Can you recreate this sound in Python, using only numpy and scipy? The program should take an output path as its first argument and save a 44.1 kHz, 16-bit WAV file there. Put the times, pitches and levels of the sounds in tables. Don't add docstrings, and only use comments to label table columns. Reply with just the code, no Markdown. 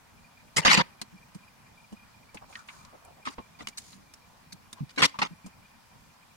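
import sys
import numpy as np
from scipy import signal
from scipy.fft import rfft, irfft
from scipy.io import wavfile
from scipy.ndimage import uniform_filter1d

SR = 44100
rng = np.random.default_rng(int(sys.argv[2]) if len(sys.argv) > 2 else 0)


def transcribe(signal):
    frames = np.atleast_2d(signal).T
    limited = np.clip(frames, -1, 1)
    pcm = np.round(limited * 32767).astype(np.int16)
    wavfile.write(sys.argv[1], SR, pcm)


N = 280476

# start in seconds, seconds to fade by 60 dB, level in dB,
# wooden lows in dB, steely highs in dB, ring pitch in Hz, ring strength in dB.
CONTACTS = [(0.6496, 0.04, -21.5, 7, 0, 1960, 13), (0.6785, 0.016, -19.5, 10.5, -13, 2145, 18.5),
            (0.796, 0.036, -24, 4, -10, 953, 19), (1.0146, 0.036, -34.5, 7, 13, 4170, 14.5),
            (1.346, 0.075, -52, 15, 16, 9000, 6), (1.924, 0.069, -49.5, 29, 16, 3010, 14),
            (2.344, 0.088, -43.5, 24.5, 18, 855, 8.5), (2.371, 0.044, -45, -19, -34, 2540, 13),
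            (2.526, 0.054, -51, 3, -1, 2440, 15), (2.554, 0.028, -39.5, -12, -10, 1860, 13),
            (2.686, 0.07, -42.5, -10, -29, 2340, 13), (2.849, 0.029, -53.5, -4, 7, 4350, 5),
            (3.048, 0.036, -57.5, 3, 32, 860, 16), (3.27, 0.064, -32.5, 7.5, -10, 1126, 17.5),
            (3.381, 0.086, -37, 23, -24, 1060, 9.5), (3.606, 0.031, -44, 11, -18, 1970, 13),
            (3.671, 0.021, -35, -5, 9.5, 2925, 20), (3.684, 0.045, -41.5, 6, 14.5, 6800, 7),
            (3.781, 0.048, -39.5, -14, 18.5, 7560, 9.5), (3.928, 0.052, -52, 10, 0, 4000, 22),
            (4.137, 0.033, -49.5, -3, 18, 5470, 11.5), (4.528, 0.026, -47.5, -38, 21.5, 4070, 16),
            (4.728, 0.032, -42, 2, 18.5, 3640, 17), (4.96, 0.12, -50, -9, 8, 3920, 14),
            (5.188, 0.074, -29.5, 9.5, 1.5, 1110, 12), (5.461, 0.075, -48.5, 19.5, 18, 7440, 5)]


def amp(db):
    return 10 ** (np.asarray(db) / 20)


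def evened(x):
    return x / np.sqrt(np.mean(x ** 2) + 1e-20)


def read(points, hz):
    f, value = np.transpose(points)
    return np.interp(np.log(hz + 1), np.log(f + 1), value)


def add(mix, start, sound):
    part = mix[:, max(round(start * SR), 0):][:, :sound.shape[1]]
    part += sound[:, :part.shape[1]]


def tint(x, gain_db, size=4096):
    cepstrum = irfft(np.log(amp(gain_db(np.fft.rfftfreq(size, 1 / SR)))))
    cepstrum[1:size // 2] *= 2
    cepstrum[size // 2 + 1:] = 0
    response = irfft(np.exp(rfft(cepstrum)))
    return signal.fftconvolve(x, response[None], axes=1)[:, :x.shape[1]]


def peak(f, hz, width):
    return 1 / (1 + (2 * (f - hz) / width) ** 2)


def placed(x, db, pan_db, span):
    rms = np.sqrt(np.mean(x[:, :round(span * SR)] ** 2, axis=1, keepdims=True))
    return x / rms * amp(db + np.array([[pan_db], [-pan_db]]) / 2)


def held(t, length, rise, stop):
    return np.minimum(t / rise, 1) * np.exp(-np.maximum(t - length, 0) / stop)


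def grainy(grain_db, size=300):
    noise, bumps = rng.standard_normal((2, N)), rng.standard_normal(N)
    return noise * amp(grain_db * evened(uniform_filter1d(bumps, size)))


def background(level_db=-57.3, patchy_db=1.18, lumpy_db=0.8, rumble_hz=300):
    # frequency in Hz, relative level in dB.
    colour = [(25, -24), (60, 5.5), (110, -0.5), (200, 2.5), (340, -12.5), (520, -9.5), (760, -6),
              (970, -2.5), (1250, -8), (2000, -11), (3700, -16.5), (4900, -15.5), (7000, -19.5),
              (15000, -25.5)]
    # frequency in Hz, likeness from 0 to 1.
    likeness = [(50, 0.96), (200, 0.32), (450, 0.066), (1500, 0.22), (4000, 0.046)]
    frames, hz = N // 256 + 5, np.fft.rfftfreq(1024, 1 / SR)
    a, b, c, d, patches = rng.standard_normal((5, frames, len(hz))).transpose(0, 2, 1)
    patches = uniform_filter1d(patches, size=16, axis=0)
    patches = evened(uniform_filter1d(patches, size=12, axis=1))
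    same = np.clip(read(likeness, hz), -1, 1)[:, None]
    left = a + 1j * b
    right = same * left + np.sqrt(1 - same ** 2) * (c + 1j * d)
    depth_db = patchy_db + lumpy_db / (1 + (hz / rumble_hz) ** 4)
    spectra = np.array([left, right]) * amp(read(colour, hz)[:, None] + depth_db[:, None] * patches)
    return amp(level_db) * evened(signal.istft(spectra, nperseg=1024, noverlap=768)[1][:, :N])


def pips(hz=2395, spread_hz=30, length=0.022, clear_db=-53.5, weak_db=-59, weak_count=22,
         phase_spread=0.27, octave_db=-18, flutter_db=-71, flutter_width_hz=110):
    times = [0.249, 0.378, 0.998, 1.184, 1.438, 1.484, 1.67, 1.782, 1.805, 1.847, 1.974, 2.0, 2.033, 2.296,
             3.231, 3.554, 3.733, 5.452, 5.659]
    out, t = np.zeros((2, N)), np.arange(round(length * SR)) / SR
    events = [(middle, clear_db) for middle in times]
    events += [(middle, weak_db) for middle in rng.uniform(times[0], times[-1], weak_count)]
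    for (middle, db), (detune, left, right) in zip(events, rng.standard_normal((len(events), 3))):
        angle = 2 * np.pi * (hz + spread_hz * detune) * t + phase_spread * np.array([[left], [right]])
        tone = np.sin(angle) + amp(octave_db) * np.sin(2 * angle)
        add(out, middle - length / 2, amp(db) * tone * np.hanning(len(t)))
    flicker = grainy(grain_db=5.5, size=700)
    flutter = tint(flicker, lambda f: np.maximum(20 * np.log10(peak(f, hz, flutter_width_hz)), -80))
    return out + amp(flutter_db) * evened(flutter)


def scatter(t, fade_s):
    return rng.standard_normal((2, len(t))) * amp(-60 * t / fade_s)


def chatter(t, slips_per_s=4500, spread_db=3.5, fade_s=0.012, dwell_s=0.017, lowest_hz=170):
    chance, size, sign = rng.random((3, SR // 2))[:, :len(t)]
    strength = amp(spread_db * np.minimum(-np.log(size), 3))
    slips = (chance < slips_per_s / SR) * strength * np.sign(sign - .5)
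    spot = np.floor(t / dwell_s)
    echoes = [scatter(t[:800], fade_s) for _ in range(20)]
    blows = sum(signal.fftconvolve((slips * (spot == k))[None], echo, axes=1)
                for k, echo in enumerate(echoes))
    return signal.sosfilt(signal.butter(2, lowest_hz, "high", fs=SR, output="sos"), blows[:, :len(t)])


def tool_ring(blows, low_db, high_db, ring_hz, ring_db, ring_q=26, grip_hz=70, modes_db=2,
              overtone=1.47, overtone_db=-8):
    # pitch in Hz, undamped width in Hz, relative dB.
    resonances = [(955, 27, -18), (2112, 120, 0), (2740, 63, -2), (2940, 180, -1.5), (3860, 130, -6),
                  (4150, 23.7, -13), (4790, 210, -2), (4930, 170, -10), (5250, 120, -9.5), (6500, 210, -4)]
    # frequency in Hz, relative level in dB.
    colour = [(120, -4.5), (260, -5.5), (380, -15.5), (500, -6.5), (630, -9.5), (1000, 4), (1600, -0.5),
              (2100, 0.5), (2700, -1.5), (4500, -3.5), (6500, -9.5), (10000, -19.5), (12500, -31.5),
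              (16000, -38)]

    def gain_db(f):
        modes = sum(amp(db + modes_db) ** 2 * peak(f, hz, width + grip_hz)
                    for hz, width, db in resonances)
        width = ring_hz / ring_q + grip_hz
        ring = peak(f, ring_hz, width) + amp(overtone_db) ** 2 * peak(f, ring_hz * overtone, width)
        hardness = [(600, low_db), (1700, 0.019), (3400, 0.022), (8500, high_db), (13000, 1.24 * high_db)]
        return read(colour, f) + read(hardness, f) + 10 * np.log10(1 + modes + amp(ring_db) ** 2 * ring)
    return tint(blows, gain_db)


def recoloured(x, times, lows_db, highs_db, wood_hz=(250, 1100), steel_hz=(6000, 14000)):
    f, t, spectra = signal.stft(x, SR, nperseg=256)
    power, gain_db = (abs(spectra) ** 2).sum((0, 2)), 0
    wood_reach = read([(480, 1), (1500, 0)], f)
    steel_reach = read([(2600, 0), (9000, 1)], f)
    for (lo, hi), share_db, reach in ((wood_hz, lows_db, wood_reach), (steel_hz, highs_db, steel_reach)):
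        plain_db = 10 * np.log10(power[(f > lo) & (f < hi)].sum() / power.sum())
        gain_db = gain_db + reach[:, None] * (np.interp(t, times, share_db) - plain_db)
    return signal.istft(spectra * amp(gain_db), SR, nperseg=256)[1][:, :x.shape[1]]


def table_swing(t, hz, knock_db=-8, knock_reach=1.704, left_lead_s=0.0012):
    tone = np.sin(2 * np.pi * hz * (t + np.array([[left_lead_s], [-left_lead_s]]) / 2))
    band = signal.butter(4, [hz * 0.65, hz * knock_reach], "band", fs=SR, output="sos")
    knock = signal.sosfilt(band, rng.standard_normal((2, SR // 2)))[:, -len(t):]
    return evened(tone + amp(knock_db) * evened(knock))


def drags(level_db=4.0, low_db=1, high_db=-2, rise=0.00045, stop=0.003, table_db=-36.5, give_db=-29):
    # time in seconds, relative level in dB,
    # share of wooden lows in dB, share of steely highs in dB.
    curves = [
        [(0.562, -38, 14, -4), (0.57, -15.5, -9, -7.5), (0.588, -28.5, 3.5, 2.5), (0.608, -39, -8, -4)],
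        [(0.649, -24, 10.5, -13), (0.653, -19.5, -5.5, -14.5), (0.693, -25.5, -7, -14.5),
         (0.705, -19.5, -16, -18), (0.747, -20.5, -8.5, -9.5), (0.767, -28.5, -10, -21),
         (0.777, -17.5, -6, -20.5), (0.801, -25.5, 0.5, -28), (0.816, -26, -1.5, -20)],
        [(4.976, -35, -14, -25), (4.984, -29.5, -15, -12.5), (5.002, -32.5, 4, -9), (5.013, -28.5, 1.5, -19)],
        [(5.019, -24, -3, -9), (5.027, -17.5, -10, -14.5), (5.061, -23.5, -4, -5.5)],
        [(5.215, -31, -9, -21), (5.223, -23.5, -3.5, -28), (5.231, -26.5, -4.5, -16.5), (5.241, -36, -1.5, -28),
         (5.272, -46.5, -4, -15)],
    ]
    # ring pitch in Hz, ring strength in dB,
    # left over right in dB, tabletop pitch in Hz.
    spots = [(2155, 14.5, 4, 168), (1960, 8.5, 0.6, 180), (1560, 13.5, 1, 280), (2190, -1, 0.7, 177),
             (903, 8.5, -1, 185)]
    out = np.zeros((2, N))
    for curve, (ring_hz, ring_db, pan_db, table_hz) in zip(curves, spots):
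        seconds, db, lows_db, highs_db = np.transpose(curve)
        times, length = seconds - seconds[0], seconds[-1] - seconds[0]
        t = np.arange(round((length + .06) * SR)) / SR
        level = amp(np.interp(t, times, db)) * held(t, length, rise, stop)
        rasp = tool_ring(chatter(t), low_db, high_db, ring_hz, ring_db)
        rasp = recoloured(rasp, times, lows_db, highs_db)
        give = amp(table_db) * np.tanh(level / amp(give_db))
        table = table_swing(t, table_hz, knock_db=-3, knock_reach=3.2) * give
        add(out, seconds[0], placed(rasp, level_db, pan_db, length) * level + table)
    return out


def thuds(fade_s=0.74, rise=0.0044, stop=0.0047, tap_db=-18.0, wood_share=0.43, tap_s=0.021, tap_hz=225):
    # start in seconds, length in seconds, level in dB, pitch in Hz.
    landings = [(0.578, 0.023, -30, 162), (0.775, 0.0095, -21.5, 188), (0.8, 0.016, -29.5, 179),
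                (1.126, 0.039, -50.5, 181), (1.351, 0.012, -39.5, 184), (1.918, 0.024, -43, 214.7),
                (3.264, 0.038, -45, 263), (3.604, 0.021, -50, 300), (3.932, 0.15, -58.5, 195),
                (4.525, 0.028, -49.5, 182), (4.805, 0.037, -32.5, 142), (4.974, 0.085, -34, 277),
                (5.303, 0.033, -44.5, 172.5), (5.443, 0.038, -45, 184)]
    out, t = np.zeros((2, N)), np.arange(SR // 4) / SR
    under_taps = [(start, tap_s, db + tap_db + wood_share * low_db, tap_hz)
                  for start, _, db, low_db, *_ in CONTACTS]
    for start, length, db, hz in landings + under_taps:
        level = held(t, length, rise, stop) * amp(-60 * t / fade_s)
        add(out, start, placed(table_swing(t, hz) * level, db, 0, length))
    return out


def nudges(rise=0.0042, stop=0.0045, pan_db=0.2):
    # start in seconds, length in seconds, level in dB, wooden lows in dB,
    # steely highs in dB, ring pitch in Hz, ring strength in dB.
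    slides = [(0.614, 0.028, -38.5, 12, 2, 1920, 21), (3.251, 0.04, -38, -8, 1, 1207, 15.5),
              (3.298, 0.043, -52.5, 15, 14, 4600, 8), (3.587, 0.043, -48, 15.5, 4, 3900, 7),
              (3.771, 0.014, -39, 5, 18, 4200, 23), (4.521, 0.0087, -43.5, -16, 11.5, 4140, 25),
              (4.77, 0.04, -53.5, 14, -1.5, 1080, 8), (4.89, 0.024, -52.5, -11, 8, 2390, 6),
              (5.064, 0.034, -47, 5, 3, 1137, 0.5), (5.14, 0.024, -43.5, 10, -15, 1030, 21)]
    out = np.zeros((2, N))
    for start, length, db, low_db, high_db, ring_hz, ring_db in slides:
        t = np.arange(round((length + .06) * SR)) / SR
        rasp = tool_ring(chatter(t), low_db, high_db, ring_hz, ring_db)
        add(out, start, placed(rasp * held(t, length, rise, stop), db, pan_db, length))
    return out


def taps(attack_s=0.00124, span_s=0.013, crack_db=7, pan_db=-0.5):
    out, t = np.zeros((2, N)), np.arange(SR // 6) / SR
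    for start, fade_s, db, low_db, high_db, ring_hz, ring_db in CONTACTS:
        blow = scatter(t, fade_s) * (1 - np.exp(-t / attack_s))
        blow[:, round(attack_s * SR)] += amp(crack_db)
        tick = tool_ring(blow, low_db, high_db, ring_hz, ring_db,
                         ring_q=35, grip_hz=35, overtone=2.29, overtone_db=-10.5)
        add(out, start, placed(tick, db, pan_db, span_s))
    return out


def rubs(width_hz=500, grain_db=2):
    # middle in seconds, length in seconds, top level in dB, centre in Hz.
    strokes = [(2.432, 0.06, -48.5, 940), (2.512, 0.084, -54, 885), (2.584, 0.14, -51, 1330),
               (2.715, 0.13, -58, 1440), (2.846, 0.57, -57.5, 1120), (2.948, 0.072, -51, 690),
               (3.084, 0.19, -54.5, 765), (3.189, 0.072, -57.5, 695)]
    out, friction = np.zeros((2, N)), grainy(grain_db)
    for middle, length, db, hz in strokes:
        start, swell = middle - length / 2, np.hanning(round(length * SR))
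        noise = friction[:, round(start * SR):][:, :len(swell)]
        rustle = tint(noise, lambda f: 20 * np.log10(peak(f, hz, width_hz)))
        add(out, start, evened(rustle) * swell * amp(db))
    return out


def glides(level_db=-1.0, grain_db=2, rise=0.012, stop=0.032):
    # start in seconds, length in seconds, relative level in dB.
    strokes = [(2.488, 0.11, -58), (2.669, 0.15, -58.5), (3.79, 0.15, -55)]
    # frequency in Hz, relative level in dB.
    colour = [(1500, -17), (3000, -14), (4500, -7), (6300, -10), (6750, -3), (7250, -12), (9300, -11.5),
              (11000, -20), (16000, -28)]
    t = np.arange(N) / SR
    level = sum(amp(db) * held(np.maximum(t - start, 0), length, rise, stop)
                for start, length, db in strokes)
    hiss = tint(grainy(grain_db), lambda f: read(colour, f))
    return evened(hiss) * level * amp(level_db)


def room(x):
    # frequency in Hz, seconds to fade by 60 dB.
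    fades = [(150, 0.34), (1000, 0.49), (4000, 0.4), (12000, 0.25)]
    hz, t, spectra = signal.stft(rng.standard_normal((2, SR // 2)), SR, nperseg=256)
    tail = signal.istft(spectra * amp(-60 * t / read(fades, hz)[:, None]), SR, nperseg=256)[1]
    return signal.fftconvolve(x, tail / np.linalg.norm(tail[0]), axes=1)[:, :N]


def scene(tool_room_db=-30, thud_room_db=-24):
    tools = drags() + nudges() + taps()
    table = thuds()
    echo = room(amp(tool_room_db) * tools + amp(thud_room_db) * table)
    return tools + table + echo + rubs() + glides() + pips() + background()


def record(dry):
    lowpass = signal.firwin(511, cutoff=15950, window=("kaiser", 9), fs=SR)
    return signal.oaconvolve(dry, lowpass[None], "same")


dry = scene()
out = record(dry)
transcribe(out)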